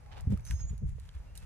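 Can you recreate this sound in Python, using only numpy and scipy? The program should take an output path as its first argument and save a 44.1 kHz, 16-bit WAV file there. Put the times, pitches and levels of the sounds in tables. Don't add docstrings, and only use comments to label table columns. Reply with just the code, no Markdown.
import sys
import numpy as np
from scipy import signal
from scipy.fft import rfft, irfft
from scipy.io import wavfile
from scipy.ndimage import uniform_filter1d

SR = 44100
rng = np.random.default_rng(int(sys.argv[2]) if len(sys.argv) > 2 else 0)


def wrap_up_sound(samples):
    columns = np.atleast_2d(samples).T
    tamed = np.clip(columns, -1, 1)
    steps = np.round(tamed * 32767).astype(np.int16)
    wavfile.write(sys.argv[1], SR, steps)


N = 63945
T = np.arange(N) / SR


def from_db(db):
    return 10 ** (np.asarray(db) / 20)


def rms_one(x):
    return x / np.sqrt(np.mean(x ** 2) + 1e-20)


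def in_time(rows):
    s, *columns = np.transpose(rows)
    return [np.interp(T, s, column) for column in columns]


def pan(db):
    return from_db([[db], [-db]])


def colour(x, spectrum):
    hz, db = np.transpose(spectrum)
    f = np.maximum(np.arange(N // 2 + 1) * SR / N, 1)
    low_edge = 1 + (hz[0] / 2 / f) ** 4
    high_edge = 1 + (f / hz[-1] / 2) ** 4
    edges = 1 / np.sqrt(low_edge * high_edge)
    curve = from_db(np.interp(np.log(f), np.log(hz), db))
    return rms_one(irfft(rfft(x) * edges * curve, N))


def stereo(pair, alike):
    alike = np.clip(alike, -1, 1)
    middle = np.sqrt(1 + alike) * pair[0]
    side = np.sqrt(1 - alike) * pair[1]
    return middle + side * np.array([[1], [-1]])


def noise(spectrum, alike):
    return colour(stereo(rng.standard_normal((2, N)), alike), spectrum)


def steady(x, size):
    return x / np.sqrt(uniform_filter1d(np.mean(x ** 2, axis=0), size) + 1e-9)


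def drift(rate_hz):
    lowpass = signal.butter(2, rate_hz, fs=SR, output="sos")
    return rms_one(signal.sosfilt(lowpass, rng.standard_normal(N)))


def swell(s, rise_s, decay_s):
    before, after = np.minimum(T - s, 0), np.maximum(T - s, 0)
    return np.exp(-(before / rise_s) ** 2 - after / decay_s)


def push(s, hz, rise_s, decay_s):
    age = np.maximum(T - s, 0)
    rise = np.minimum(age / rise_s, 1)
    decay = np.exp(-np.maximum(age - rise_s, 0) / decay_s)
    return np.sin(2 * np.pi * hz * age) * rise * decay


# time_s, level_db
GUSTS = [(0, -55.5), (.06, -51.5), (.11, -48), (.17, -46.5), (.24, -38), (.36, -37.5), (.45, -45.5),
         (.56, -37.5), (.78, -40.5), (.93, -38.5), (1.04, -45.5), (1.13, -52.5), (1.2, -71), (1.27, -48.5),
         (1.45, -46)]
# frequency_hz, gain_db
RUMBLE = [(20, -24), (35, -2.5), (57, 2), (85, -7), (133, -13), (200, -28.5), (280, -66), (600, -70)]
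RUMBLE_ALIKE = 0.55


def wind():
    rumble = steady(noise(RUMBLE, RUMBLE_ALIKE), size=1800)
    return from_db(in_time(GUSTS)[0]) * rumble


# frequency_hz, gain_db
AIR = [(100, 12.5), (300, -3.5), (550, -3), (850, -6), (1400, -11), (2300, -13), (3300, -21), (5000, -20),
       (10000, -25.5), (14000, -24.5), (16000, -53)]
# time_s, level_db (before the pan)
AIR_LEVEL = [(0, -58), (.4, -58), (.65, -58.5), (.85, -65.5), (1.0, -67.5), (1.25, -57), (1.45, -63)]
AIR_ALIKE, AIR_PAN_DB = 0.43, -0.26


def open_air():
    return from_db(in_time(AIR_LEVEL)[0]) * noise(AIR, AIR_ALIKE) * pan(AIR_PAN_DB)


# peak_s, pitch_hz, level_db
FAR_PIPS = [(1.298, 2750, -71), (1.428, 2630, -68)]
PIP_S = 0.037


def far_bird():
    out = 0
    for s, hz, db in FAR_PIPS:
        tone = np.sin(2 * np.pi * hz * T + drift(83))
        out = out + from_db(db) * swell(s, PIP_S, PIP_S) * tone
    return out


BIRD_DB = 4.5


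def whistle(rows, waver_hz, flicker_db, fade_s=0.014):
    hz, db = in_time(rows)
    inside_s = np.minimum(T - rows[0][0], rows[-1][0] - T)
    gate = np.clip(inside_s / fade_s + 1, 0, 1)
    phase = 2 * np.pi * np.cumsum(hz + waver_hz * drift(157)) / SR
    level = from_db(BIRD_DB + db + flicker_db * drift(120))
    return np.sqrt(2) * gate * level * np.sin(phase)


# time_s, pitch_hz, level_db (before the lift, the pan and the lower voice's trill)
UPPER_VOICE = [(0.43, 6080, -87), (0.448, 6170, -66.5), (0.482, 6260, -60), (0.53, 6200, -66.5),
               (0.558, 6490, -60.5), (0.592, 6460, -66), (0.61, 6510, -55.5), (0.654, 6563, -60),
               (0.662, 6640, -70.5), (0.68, 6920, -60.5), (0.698, 6920, -57), (0.715, 6920, -82)]
LOWER_VOICE = [(0.468, 5300, -74), (0.49, 5220, -65.5), (0.51, 5420, -66.5), (0.552, 5440, -72),
               (0.585, 5390, -71.5), (0.607, 5240, -64), (0.624, 5270, -82)]
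TRILL_PER_S, TRILL_DB = 54, 3.5
BIRD_PAN_DB = -3
BIRD_ECHO_DB, BIRD_ECHO_T60_S = -16, 1.4


def bird():
    trill = from_db(TRILL_DB * np.sin(2 * np.pi * TRILL_PER_S * T + drift(14)))
    upper = whistle(UPPER_VOICE, waver_hz=35, flicker_db=1.5)
    lower = trill * whistle(LOWER_VOICE, waver_hz=55, flicker_db=1.5)
    call = upper + lower
    trees = rng.standard_normal((2, N)) * from_db(-60 * T / BIRD_ECHO_T60_S)
    trees = rms_one(trees) / np.sqrt(N)
    echo = signal.fftconvolve(call[None], trees, axes=1)[:, :N]
    return call * pan(BIRD_PAN_DB) + from_db(BIRD_ECHO_DB) * echo


# start_s, level_db (before softening), pitch_hz, flutter_db
THUMPS = [(0.268, -17.5, 71.2, -32), (0.296, -22.5, 121, -30.5), (0.3179, -28, 153, -26.5),
          (0.332, -22.5, 78.2, -33), (0.498, -26.5, 74, -47), (0.515, -24.5, 60.4, -51.5),
          (0.5332, -22.5, 81, -79), (0.604, -33, 92, -54), (0.636, -26.5, 58.5, -50),
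          (0.705, -27.5, 59, -44), (0.724, -36, 115.5, -43), (0.817, -29.5, 92.4, -38),
          (0.831, -27, 151.7, -48.5), (0.851, -22, 58.6, -83), (0.884, -30.5, 58.4, -57.5),
          (0.925, -28.5, 54, -74), (1.147, -35.5, 62, -65), (1.16, -32.5, 58.5, -91), (1.196, -35, 51, -83),
          (1.423, -38.5, 94.6, -56.5)]
THUMP_RISE_S, THUMP_DECAY_S = 0.0049, 0.015
THUMP_SCATTER_S = 0.0016
THUMP_SOFT_HZ = 208
# frequency_hz, gain_db
FLUTTER = [(40, -6.5), (110, -2), (195, 4), (260, -14), (330, -17), (430, -20.5), (600, -37.5), (1000, -60)]
FLUTTER_RISE_S, FLUTTER_DECAY_S, FLUTTER_ALIKE = 0.0094, 0.0094, 0.9
# start_s, level_db, pitch_hz
KNOCKS = [(0.3225, -35.5, 410), (0.334, -42, 574), (0.373, -49.5, 1235), (0.728, -57, 460),
          (0.829, -59.5, 600), (0.983, -45.5, 432)]
CONTACT_RISE_S, KNOCK_DECAY_S = 0.00033, 0.0025


def thumps():
    pushes, flutter = np.zeros((2, N)), 0
    skews_s = THUMP_SCATTER_S * rng.uniform(-0.69, 1, len(THUMPS))
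    for (s, db, hz, flutter_db), skew_s in zip(THUMPS, skews_s):
        left = push(s - skew_s, hz, THUMP_RISE_S, THUMP_DECAY_S)
        right = push(s + skew_s, hz, THUMP_RISE_S, THUMP_DECAY_S)
        pushes -= from_db(db) * np.array([left, right])
        shape = swell(s + FLUTTER_RISE_S, FLUTTER_RISE_S, FLUTTER_DECAY_S)
        flutter = flutter + from_db(flutter_db) * shape
    pushes = signal.sosfilt(signal.butter(3, THUMP_SOFT_HZ, fs=SR, output="sos"), pushes)
    knocks = sum(from_db(db) * push(s, hz, CONTACT_RISE_S, KNOCK_DECAY_S) for s, db, hz in KNOCKS)
    return pushes + knocks + flutter * steady(noise(FLUTTER, FLUTTER_ALIKE), size=500)


# peak_s, body_db, ping_db (before the horse's pan)
CLICKS = [(0.062, -58, -79), (0.2085, -64, -47), (0.375, -56, -52), (0.3963, -56.5, -72), (0.407, -71, -59),
          (0.452, -64, -45.5), (0.4583, -68, -55), (0.475, -60, -48), (0.5094, -52, -38),
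          (0.779, -63.5, -52), (0.9986, -71, -52.5), (1.0895, -57.5, -69), (1.3541, -66, -47.5),
          (1.3756, -66, -38)]
# frequency_hz, gain_db
CLICK_BODY = [(500, -44), (1000, 1), (1550, 13.5), (3200, -1.5), (5000, -7), (8000, -2), (15000, -61)]
CLICK_PING = [(2000, -43), (4000, -2.5), (6500, -3), (10000, 2), (13200, -1), (16000, -2)]
CLICK_DECAY_S, CLICK_TAIL_DB, CLICK_TAIL_S = 0.0012, -15.5, 0.013
# start_s, level_db (before the horse's pan), pitch_hz
CLINKS = [(0.5103, -50.5, 1547), (1.352, -55.5, 2880), (1.3774, -48.5, 3910), (1.375, -40, 9230)]
CLINK_CYCLES = 15.7
SAND_ALIKE = 0.38


def clicks():
    body = steady(noise(CLICK_BODY, SAND_ALIKE), size=60)
    ping = steady(noise(CLICK_PING, SAND_ALIKE), size=60)
    out = sum(from_db(db) * push(s, hz, CONTACT_RISE_S, CLINK_CYCLES / hz) for s, db, hz in CLINKS)
    for s, body_db, ping_db in CLICKS:
        tail = from_db(CLICK_TAIL_DB) * swell(s, CONTACT_RISE_S, CLICK_TAIL_S)
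        shape = swell(s, CONTACT_RISE_S, CLICK_DECAY_S) + tail
        out = out + shape * (from_db(body_db) * body + from_db(ping_db) * ping)
    return out


# start_s, level_db (before the horse's pan), final_pitch_hz
CRACKS = [(0.5100, -30.5, 1600), (1.0911, -45, 3100)]
CRACK_START_HZ, CRACK_FALL_S, CRACK_RISE_S, CRACK_DECAY_S = 12000, 0.00022, 0.0007, 0.0005


def cracks():
    out = 0
    for s, db, hz in CRACKS:
        fall = np.exp(-np.maximum(T - s, 0) / CRACK_FALL_S)
        sweep_hz = (T > s) * (hz + (CRACK_START_HZ - hz) * fall)
        tone = np.sin(2 * np.pi * np.cumsum(sweep_hz) / SR)
        out = out + from_db(db) * swell(s + CRACK_RISE_S, CRACK_RISE_S, CRACK_DECAY_S) * tone
    return out


GRAINS_PER_S, GRAIN_SPREAD_DB = 1900, 3
CLUMP_HZ, CLUMP_DB = 150, 2


def grains(spectrum):
    spread_db = GRAIN_SPREAD_DB * np.minimum(rng.exponential(1, (2, N)), 4)
    sizes = from_db(spread_db + CLUMP_DB * drift(CLUMP_HZ)) * rng.choice([-1, 1], (2, N))
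    hits = rng.random((2, N)) < GRAINS_PER_S / SR
    return colour(stereo(sizes * hits, SAND_ALIKE), spectrum)


# peak_s, rise_s, decay_s, crunch_db, spray_db (levels before the horse's pan)
SCUFFS = [(0.124, 0.0081, 0.021, -52.5, -71), (0.178, 0.0098, 0.024, -52.5, -66),
          (0.318, 0.015, 0.031, -59.5, -62), (0.479, 0.021, 0.055, -66.5, -57),
          (0.52, 0.018, 0.017, -59, -60), (0.604, 0.014, 0.032, -63.5, -69.5),
          (0.701, 0.012, 0.045, -69, -69.5), (0.895, 0.031, 0.04, -72.5, -67.5),
          (1.003, 0.05, 0.054, -72, -75), (1.062, 0.036, 0.079, -70, -72.5),
          (1.151, 0.014, 0.033, -65.5, -71), (1.358, 0.0059, 0.04, -66, -59),
          (1.431, 0.026, 0.03, -63.5, -70.5)]
# frequency_hz, gain_db
CRUNCH = [(300, -5.5), (560, -4), (900, 2.5), (1400, 1.5), (2200, -0.5), (3700, -3), (5300, -10),
          (10000, -34)]
SPRAY = [(900, -14.5), (1700, 4), (3000, -4.5), (5000, -2.5), (7500, 3), (10000, -1), (13500, -1),
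         (16000, -18)]
# time_s, level_db (before the horse's pan)
SCRAPE = [(.04, -71), (.08, -62), (.135, -56.5), (.155, -59.5), (.18, -49.5), (.205, -59.5), (.25, -64),
          (.29, -96)]
# frequency_hz, gain_db
SCRAPE_RING = [(600, -10.5), (830, 2.5), (950, -16), (1080, -7), (1300, -29.5)]


def scuffs():
    crunch, spray = grains(CRUNCH), grains(SPRAY)
    steps = 0
    for s, rise_s, decay_s, crunch_db, spray_db in SCUFFS:
        sand = from_db(crunch_db) * crunch + from_db(spray_db) * spray
        steps = steps + swell(s, rise_s, decay_s) * sand
    return steps + from_db(in_time(SCRAPE)[0]) * grains(SCRAPE_RING)


HORSE_PAN_DB = -1


def scene():
    horse = (scuffs() + clicks() + cracks()) * pan(HORSE_PAN_DB)
    return horse + thumps() + wind() + open_air() + bird() + far_bird()


# frequency_hz, lag_radians
STEREO_PHASE = [(110, 0), (260, 1.8), (530, 6.2), (650, 7.5), (770, 10.6), (1070, 14.3), (1350, 12.8),
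                (2000, 12.6), (6200, 17.6), (8300, 16.4), (9900, 19), (13500, 12.3)]


def spread_phase(x):
    hz, radians = np.transpose(STEREO_PHASE)
    lag = np.interp(np.arange(N + 1) * SR / (2 * N), hz, radians)
    right = irfft(rfft(x[1], 2 * N) * np.exp(-1j * lag))[:N]
    return np.array([x[0], right])


LOW_CUT_HZ, TREBLE_EDGE_HZ, CUTOFF_HZ = 7.6, 13100, 16400
NOTCH_HZ, NOTCH_Q = 11780, 9


def record(dry):
    spread = spread_phase(dry)
    thinned = signal.sosfilt(signal.butter(1, LOW_CUT_HZ, "high", fs=SR, output="sos"), spread)
    thinned = signal.lfilter(*signal.iirnotch(NOTCH_HZ, NOTCH_Q, fs=SR), thinned)
    thinned = signal.sosfilt(signal.butter(8, TREBLE_EDGE_HZ, fs=SR, output="sos"), thinned)
    return signal.sosfilt(signal.cheby2(12, 70, CUTOFF_HZ, fs=SR, output="sos"), thinned)


dry = scene()
out = record(dry)
wrap_up_sound(out)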